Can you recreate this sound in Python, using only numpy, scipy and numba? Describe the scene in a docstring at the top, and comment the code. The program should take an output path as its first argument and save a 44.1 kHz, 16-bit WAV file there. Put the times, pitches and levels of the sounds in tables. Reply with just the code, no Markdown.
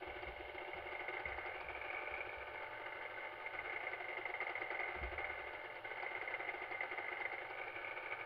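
"""On a frozen lake a two-stroke snowmobile idles, heard by a microphone in a closed housing worn on the head.
Each opening of the exhaust port knocks and rings the pipe. Every few strokes a charge burns: it pops, booms and spits.
Noise shaped by resonances is the gas rushing through pipe and hood. The housing rings near 2 kHz, changes the
colour of the sound as the head turns, and thumps when it is jolted. Low rumble and hiss lie underneath."""
import sys
import numpy as np
from scipy import signal
from scipy.fft import rfft, irfft
from scipy.io import wavfile
from numba import njit

SR = 44100
rng = np.random.default_rng(int(sys.argv[2]) if len(sys.argv) > 2 else 0)


def undo_db(level):
    """Turn decibels back into plain size, where 20 dB means ten times bigger."""
    steps = np.asarray(level, float) / 20
    return 10 ** steps


def bounce(signal):
    """Save signal as a 16-bit WAV file at the path given by the first command-line argument."""
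    frames = np.transpose(np.atleast_2d(signal))
    limited = np.clip(frames, -1, 1)
    pcm = np.round(limited * 32767).astype(np.int16)
    wavfile.write(sys.argv[1], SR, pcm)


N = 363825


@njit
def svf(x, hz, width):
    """State-variable band-pass with a moving centre, gain 1 at the centre."""
    y, band, low = np.empty(len(x)), 0., 0.
    for i in range(len(x)):
        g, damping = np.tan(np.pi * hz[i] / SR), width / hz[i]
        v = (band + g * (x[i] - low)) / (1 + g * (g + damping))
        band, low, y[i] = 2 * v - band, low + 2 * g * v, damping * v
    return y


def ring(x, hz, width):
    """A resonance applied twice: steep skirts, and a click becomes a burst that swells and fades."""
    hz = hz * np.ones(N)
    once = svf(x + 1e-18, hz, 1. * width)
    return svf(once, hz, 1. * width)


def struck(pulses, hz, width):
    """A struck resonance, scaled so that each burst peaks near the size of its pulse."""
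    return ring(pulses, hz, width) * np.e * SR / (2 * np.pi * width)


def rush(hz, width):
    """Rushing gas or rumble: noise in a resonance, rms 1."""
    y = ring(rng.standard_normal(N), hz, width)
    return y / np.std(y)


def clicks(s, size):
    """One single-sample pulse at each time."""
    return np.bincount(np.clip(np.asarray(s) * SR, 0, N - 1).astype(int), size, N)


def swell(pulses, rise_s, fall_s):
    """An envelope that rises and dies away after each pulse."""
    t = np.arange(int(8 * fall_s * SR)) / SR
    shape = (1 - np.exp(-t / rise_s)) * np.exp(-t / fall_s)
    return signal.fftconvolve(pulses, shape / shape.max())[:N]


def spindle(pulses, hz, length_s):
    """Each pulse becomes a symmetric burst of tone, as from a puff of gas that drives a resonance and stops."""
    shape = signal.fftconvolve(pulses, np.hanning(int(length_s * SR)), "same")
    return shape * np.cos(2 * np.pi * np.cumsum(hz * np.ones(N)) / SR)


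# colour of the low rumble and preamplifier hiss: f/Hz, level/dB per Hz
FLOOR_COLOUR = [(15, -88), (76, -100), (107, -86.5), (150, -102), (185, -102), (245, -110), (4000, -118),
                (5200, -124), (5900, -137), (6800, -132), (8000, -139), (9300, -129), (11400, -124),
                (15500, -129)]


def floor():
    """Low rumble and hiss: steady noise whose spectrum is given the colour of the table."""
    hz, db = np.transpose(FLOOR_COLOUR)
    f = np.arange(N // 2 + 1) * SR / N + 1
    colour = undo_db(np.interp(np.log(f), np.log(hz), db))
    return irfft(rfft(rng.standard_normal(N)) * colour, N) * np.sqrt(SR / 2)


# jolts of the housing: t/s, jolt level/dB
JOLTS = [(0.062, -53), (0.26, -49.5), (0.738, -56), (1.254, -48), (1.636, -55.5), (2.107, -58),
         (2.359, -59), (3.541, -63), (4.959, -51), (5.014, -46), (5.28, -63.5), (6.56, -65.5)]


def thumps():
    """Each jolt shakes the mount at its low mode for a while and gives a dull thud."""
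    s, db = np.transpose(JOLTS)
    jolts = clicks(s, undo_db(db))
    mount = struck(jolts, 64, 18) + undo_db(-8) * swell(jolts, .03, .13) * rush(64, 18)
    thud = undo_db(-13.5) * swell(jolts, 0.0072, 0.027) * rush(160, 130)
    deep = undo_db(-19) * swell(jolts, .02, 0.11) * rush(34, 30)
    return mount + thud + deep


# how fast the engine idles: t/s, port openings per second
IDLE_SPEED = [(0, 45.419), (.75, 45.772), (1.5, 46.571), (2.25, 45.836), (3, 46.306), (3.75, 46.661),
              (4.5, 46.775), (5.25, 46.02), (6, 46.702), (6.75, 47.158), (7.5, 47.232), (8.25, 46.863)]


def crank():
    """Port openings counted since the start: the running sum of the idle speed."""
    first_phase = .373  # in strokes
    speed = np.interp(np.arange(N) / SR, *np.transpose(IDLE_SPEED))
    return first_phase + np.cumsum(speed) / SR


# the knocks set one by one, as heard in the housing: t/s, peak level/dB before the wall
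HARD_KNOCKS = [(.1008, -41), (.2328, -41.5), (.2716, -40), (.5826, -39.5), (.7346, -38), (.9527, -38),
               (.9965, -37.5), (1.0836, -34), (1.1705, -35.5), (1.2572, -32.5), (1.3218, -37.5),
               (1.6875, -38), (1.751, -38), (1.816, -37.5), (1.9031, -36.5), (2.0754, -35), (2.1416, -34.5),
               (2.2071, -35), (2.2937, -38), (2.9243, -40.5), (3.0536, -38.5), (3.4633, -36.5),
               (3.5908, -34.5), (3.6988, -35.5), (3.7634, -34), (3.8061, -36.5), (3.8704, -33),
               (3.935, -34), (4.0853, -37.5), (4.171, -35.5), (4.2563, -32), (4.3412, -33), (4.4056, -31),
               (4.4697, -32), (4.5554, -33), (4.6194, -33), (4.7058, -32.5), (4.7485, -36), (4.7935, -32.5),
               (4.8344, -34.5), (5.1817, -34.5), (5.2455, -31.5), (5.8504, -38.5), (5.9147, -40),
               (6.0012, -38), (6.065, -33.5), (6.1517, -35.5), (6.2149, -35), (6.278, -34), (6.3413, -31.5),
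               (6.4055, -37), (6.4905, -33), (6.64, -38.5), (6.7241, -38), (6.8085, -30.5), (6.9149, -36),
               (6.9788, -36), (7.0843, -34), (7.128, -36.5), (7.2112, -35), (7.254, -31), (7.3193, -37),
               (7.3831, -37), (7.616, -38), (7.6823, -40), (7.7622, -40), (7.8475, -36), (7.9117, -37.5),
               (7.9758, -37.5), (8.061, -38), (8.1243, -33.5)]


def ports(ring_db):
    """Even strokes, and each port's knock relative to the housing ring: by chance, or from the table."""
    hush_db = -4.5
    t = np.arange(N) / SR
    stroke_s = t[1:][np.diff(np.floor(crank())) > 0]
    time_chance, level_chance = rng.standard_normal((2, len(stroke_s)))
    s = stroke_s + .0002 * time_chance
    db = np.minimum(5 + 4 * level_chance, 9.5)
    for when, peak_db in HARD_KNOCKS:
        k = np.argmin(abs(s - when))
        db[k - 1] += hush_db  # the stroke before a hard knock is softened
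        s[k], db[k] = when, peak_db - ring_db[int(when * SR)]
    return stroke_s, s, db


# the charges that burn hardest: t/s, hood slap level/dB before the hood-and-pipe cancellation and the wall
HARD_POPS = [(.033, -59.5), (.083, -52), (.234, -42.5), (.294, -47), (.404, -53), (.558, -46), (.622, -65),
             (.69, -51), (.779, -46), (.932, -44), (1.016, -49), (1.098, -58), (1.146, -46.5), (1.207, -45),
             (1.296, -40.5), (1.387, -44.5), (1.471, -42), (1.618, -38.5), (1.776, -46.5), (1.941, -45),
             (2.188, -48), (2.55, -43.5), (2.638, -45), (2.872, -45), (3.033, -48), (3.251, -53),
             (3.413, -52), (3.546, -46), (3.741, -50), (3.926, -46), (4.192, -50), (4.3, -47.5),
             (4.425, -43), (4.507, -43.5), (4.62, -43), (4.723, -46), (4.811, -43), (4.959, -49),
             (5.045, -46), (5.197, -55), (5.4, -57), (5.543, -45), (5.651, -44), (5.766, -45), (5.982, -46),
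             (6.038, -39), (6.122, -53), (6.172, -58), (6.231, -50), (6.32, -47), (6.55, -46), (6.629, -47),
             (6.723, -43), (6.845, -44), (6.995, -48), (7.128, -52), (7.21, -43), (7.338, -46.5),
             (7.512, -44), (7.682, -45), (7.887, -52), (8.039, -50), (8.206, -48)]


def pops():
    """Between the table's pops other charges burn every few strokes, as soon as the cylinder has refilled."""
    refill_strokes = 3.3
    weak_slap_db, slap_scatter_db = -54.5, 3
    boom_db, boom_scatter_db = -47.5, 1  # before the tailpipe gain
    s, slap_db = map(list, zip(*HARD_POPS))
    for (start, _), (end, _) in zip(HARD_POPS, HARD_POPS[1:]):
        strokes = round((end - start) * np.interp(start, *np.transpose(IDLE_SPEED)))
        count = max(int(strokes / refill_strokes), 1)
        for k in range(1, count):
            # burn on a whole stroke
            s.append(start + (end - start) * np.ceil(k * strokes / count) / strokes)
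            slap_db.append(weak_slap_db + slap_scatter_db * rng.standard_normal())
    booms_db = boom_db + boom_scatter_db * rng.standard_normal(len(s))
    return np.array(s), np.array(slap_db), booms_db


# as the head turns: t/s, housing ring f/Hz, gain from facing the hood/dB, gain from facing the tailpipe/dB
HEAD_TURNS = [(0, 2173, -3.5, -1), (.45, 2132, -6, -2), (.8, 2148, -3.5, -1.5), (1.45, 2096, 1, -3.5),
              (1.62, 2250, -3, -6), (1.95, 2237, 0.5, -6), (2.28, 2264, -2.5, -6), (2.4, 2264, -6, -12.5),
              (2.75, 2094, -5.5, -12.5), (3.45, 2128, -5, -8.5), (3.65, 2134, .5, -6),
              (4.2, 2098, -1.5, -2.5), (4.8, 2100, 2, -2), (5.25, 2122, 1, -3.5), (5.8, 2112, -6, -10),
              (6.05, 2110, -0.5, -6), (6.5, 2098, 0, -3.5), (7.25, 2091, 1, -3.5), (7.45, 2128, -3, -6),
              (7.62, 2229, -2.5, -7.5), (8.25, 2235, -2.5, -10.5)]
# low pipe, hood low, hood high, upper pipe, housing ring, treble, one row each:
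# level/dB, dB per dB of hood gain, dB per dB of tailpipe gain
ZONE_LEVELS = [(-52.5, 0.38, -0.1), (-54, 0.6, 0.25), (-59.5, 0.13, -0.37), (-54.5, 0.82, -0.41),
               (-48.5, 1.07, -0.2), (-47.5, -0.03, 0.2)]


def head():
    """Turning the head shifts the housing ring and makes each zone of pitch louder or softer."""
    s, *columns = np.transpose(HEAD_TURNS)
    ring_hz, hood_gain_db, tail_gain_db = (np.interp(np.arange(N) / SR, s, c) for c in columns)
    zone_db = [db + hood * hood_gain_db + tail * tail_gain_db for db, hood, tail in ZONE_LEVELS]
    return ring_hz, tail_gain_db, zone_db


# upper edges of the first five zones: f/Hz
ZONE_EDGES = [660, 830, 1000, 1850, 2600]


def zone_at(hz, zone):
    """The moving level of the zone in which a pitch lies."""
    return zone[np.searchsorted(ZONE_EDGES, hz)]


def engine_hiss():
    """A faint steady hiss: noise in one broad treble resonance."""
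    return undo_db(-80.5) * rush(4250, 1400)


def murmur():
    """A steady murmur at about the pitch of the boom: noise in a low resonance."""
    return undo_db(-68) * rush(355, 80)


def whine():
    """The 13th multiple of the stroke rate whines while it lies on the pipe's sharpest mode."""
    wander = 0.27 * rush(3, 4.1)  # slow phase drift, radians
    return undo_db(-59.5) * ring(np.cos(2 * np.pi * 13 * crank() + wander), 599, 34)


def spit(pop_s, slap_db, port_s, port_db, ring_level, tail_gain_db):
    """Burnt charges and port openings spit short puffs of treble noise."""
    from_pops = clicks(pop_s - .013, undo_db(slap_db - 25))
    from_ports = ring_level * clicks(port_s, undo_db(1.5 * port_db - 54))
    puffs = swell(from_pops + from_ports, .002, .006)
    return undo_db(.4 * tail_gain_db + 2) * puffs * rush(4600, 800)


# pipe and hood modes under the gas rush: f/Hz, width/Hz, level/dB relative to the rush in its zone
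GAS_MODES = [(531.4, 90, -9), (441, 78, -9.5), (749, 253, 2), (900, 100, -6.5), (1142, 130, -14),
             (1228.3, 93, -6.5), (1360, 44, -10.5), (1509, 105, -3), (1724, 260, -5.5), (2458, 170, -19.5),
             (2787, 260, -15.5), (3078, 610, -19.5), (3673, 310, -29)]


def gas_rush(zone, blow, burn):
    """Gas noise rings pipe and hood; it swells after each knock and around each burnt charge."""
    out, gas = 0, undo_db(-7) * (1 + .26 * blow + 1.1 * burn)
    for hz, width, db in GAS_MODES:
        out = out + zone_at(hz, zone) * undo_db(db) * gas * rush(hz, width)
    return out


# what each stroke rings in the pipe: f/Hz, width/Hz, level/dB relative to the softened knock, delay t/s
PIPE_MODES = [(276.8, 30, -36, 0), (536, 127, -0.5, -.004), (547, 490, -6.5, .008), (778, 180, 1.5, -.005),
              (877, 64, 0.5, -.012), (1122, 51, -13.5, .002), (1207, 92, -12, .002),
              (1494, 120, -7.5, .001), (1716, 57, -10.5, .002), (2960, 250, -15, -.002)]


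def pipe_strokes(zone, stroke_s, port_db):
    """Every stroke strikes the pipe's modes; the pipe feels the strokes more evenly than the housing does."""
    out = 0
    for hz, width, db, lag_s in PIPE_MODES:
        pulses = clicks(stroke_s + lag_s, undo_db(db + 0.42 * port_db))
        out = out + zone_at(hz, zone) * struck(pulses, hz, width)
    return out


def hood_slap(pop_s, slap_db, zone):
    """Each pop slaps the hood, at a higher pitch when the upper hood zone is the stronger."""
    high_share = zone[2] ** 2 / (zone[1] ** 2 + zone[2] ** 2)
    return struck(clicks(pop_s - .005, undo_db(slap_db)), 760 + 130 * high_share, 200)


def silencer_boom(pop_s, boom_db, tail_gain_db):
    """Each pop booms in the silencer as two symmetric bursts of low tone."""
    pulses = clicks(pop_s, undo_db(boom_db))
    main = spindle(pulses, 366.4, 0.05)
    lower = undo_db(-10) * spindle(pulses, 324.7, .035)
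    return undo_db(tail_gain_db) * (main + lower)


def housing_ring(port_s, port_db, ring_hz, ring_level, blow, burn):
    """Each port gives the housing a short symmetric knock, a long thin ring and gas noise blowing down."""
    knock = spindle(clicks(port_s, undo_db(port_db)), ring_hz, 0.0075)
    # with the head lifted the ring is higher and shares its tail with a second mode above it
    lift = np.clip((ring_hz - 2170) / 70, 0, 1)
    late = clicks(port_s + .003, undo_db(port_db))
    tail = undo_db(-7.5 - 4.6 * lift) * struck(late, ring_hz, 79)
    upper_tail = lift * undo_db(-19) * blow * rush(2385, 180)
    gas = (undo_db(-18) + undo_db(-17.5) * blow + undo_db(-9) * burn) * rush(ring_hz, 300)
    return ring_level * (knock + tail + upper_tail + gas)


def engine():
    """Knocks and gas rush ring the pipe, the hood and the housing; burnt charges boom and spit."""
    ring_hz, tail_gain_db, zone_db = head()
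    zone = [undo_db(db) for db in zone_db]
    stroke_s, port_s, port_db = ports(zone_db[4])
    pop_s, slap_db, boom_db = pops()
    # envelopes of the gas: after each knock, and around each burnt charge
    blow = swell(clicks(port_s, undo_db(port_db)), 0.0012, .015)
    burn = swell(clicks(pop_s - .014, np.ones(len(pop_s))), .006, .016)
    body = gas_rush(zone, blow, burn) + pipe_strokes(zone, stroke_s, port_db)
    body = body + housing_ring(port_s, port_db, ring_hz, zone[4], blow, burn)
    body = body + hood_slap(pop_s, slap_db, zone)
    # hood and pipe cancel each other in a narrow band
    body = body - 0.55 * ring(body, 650, 70)
    body = body + silencer_boom(pop_s, boom_db, tail_gain_db)
    body = body + spit(pop_s, slap_db, port_s, port_db, zone[4], tail_gain_db)
    return body + murmur() + whine() + engine_hiss()


def scene():
    """Floor, jolts and engine at one microphone; the housing wall shuts out the engine's treble."""
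    wall = signal.butter(8, 4620, fs=SR, output="sos")  # low-pass, Hz
    return (floor() + thumps() + signal.sosfilt(wall, engine()))[None]


def band_limit(x):
    """A steep low-pass at the top of the band."""
    return signal.sosfilt(signal.butter(12, 15720, fs=SR, output="sos"), x)


def record(dry):
    """Turns the finished mix into the sound that is written out."""
    return band_limit(dry)


dry = scene()
out = record(dry)
bounce(out)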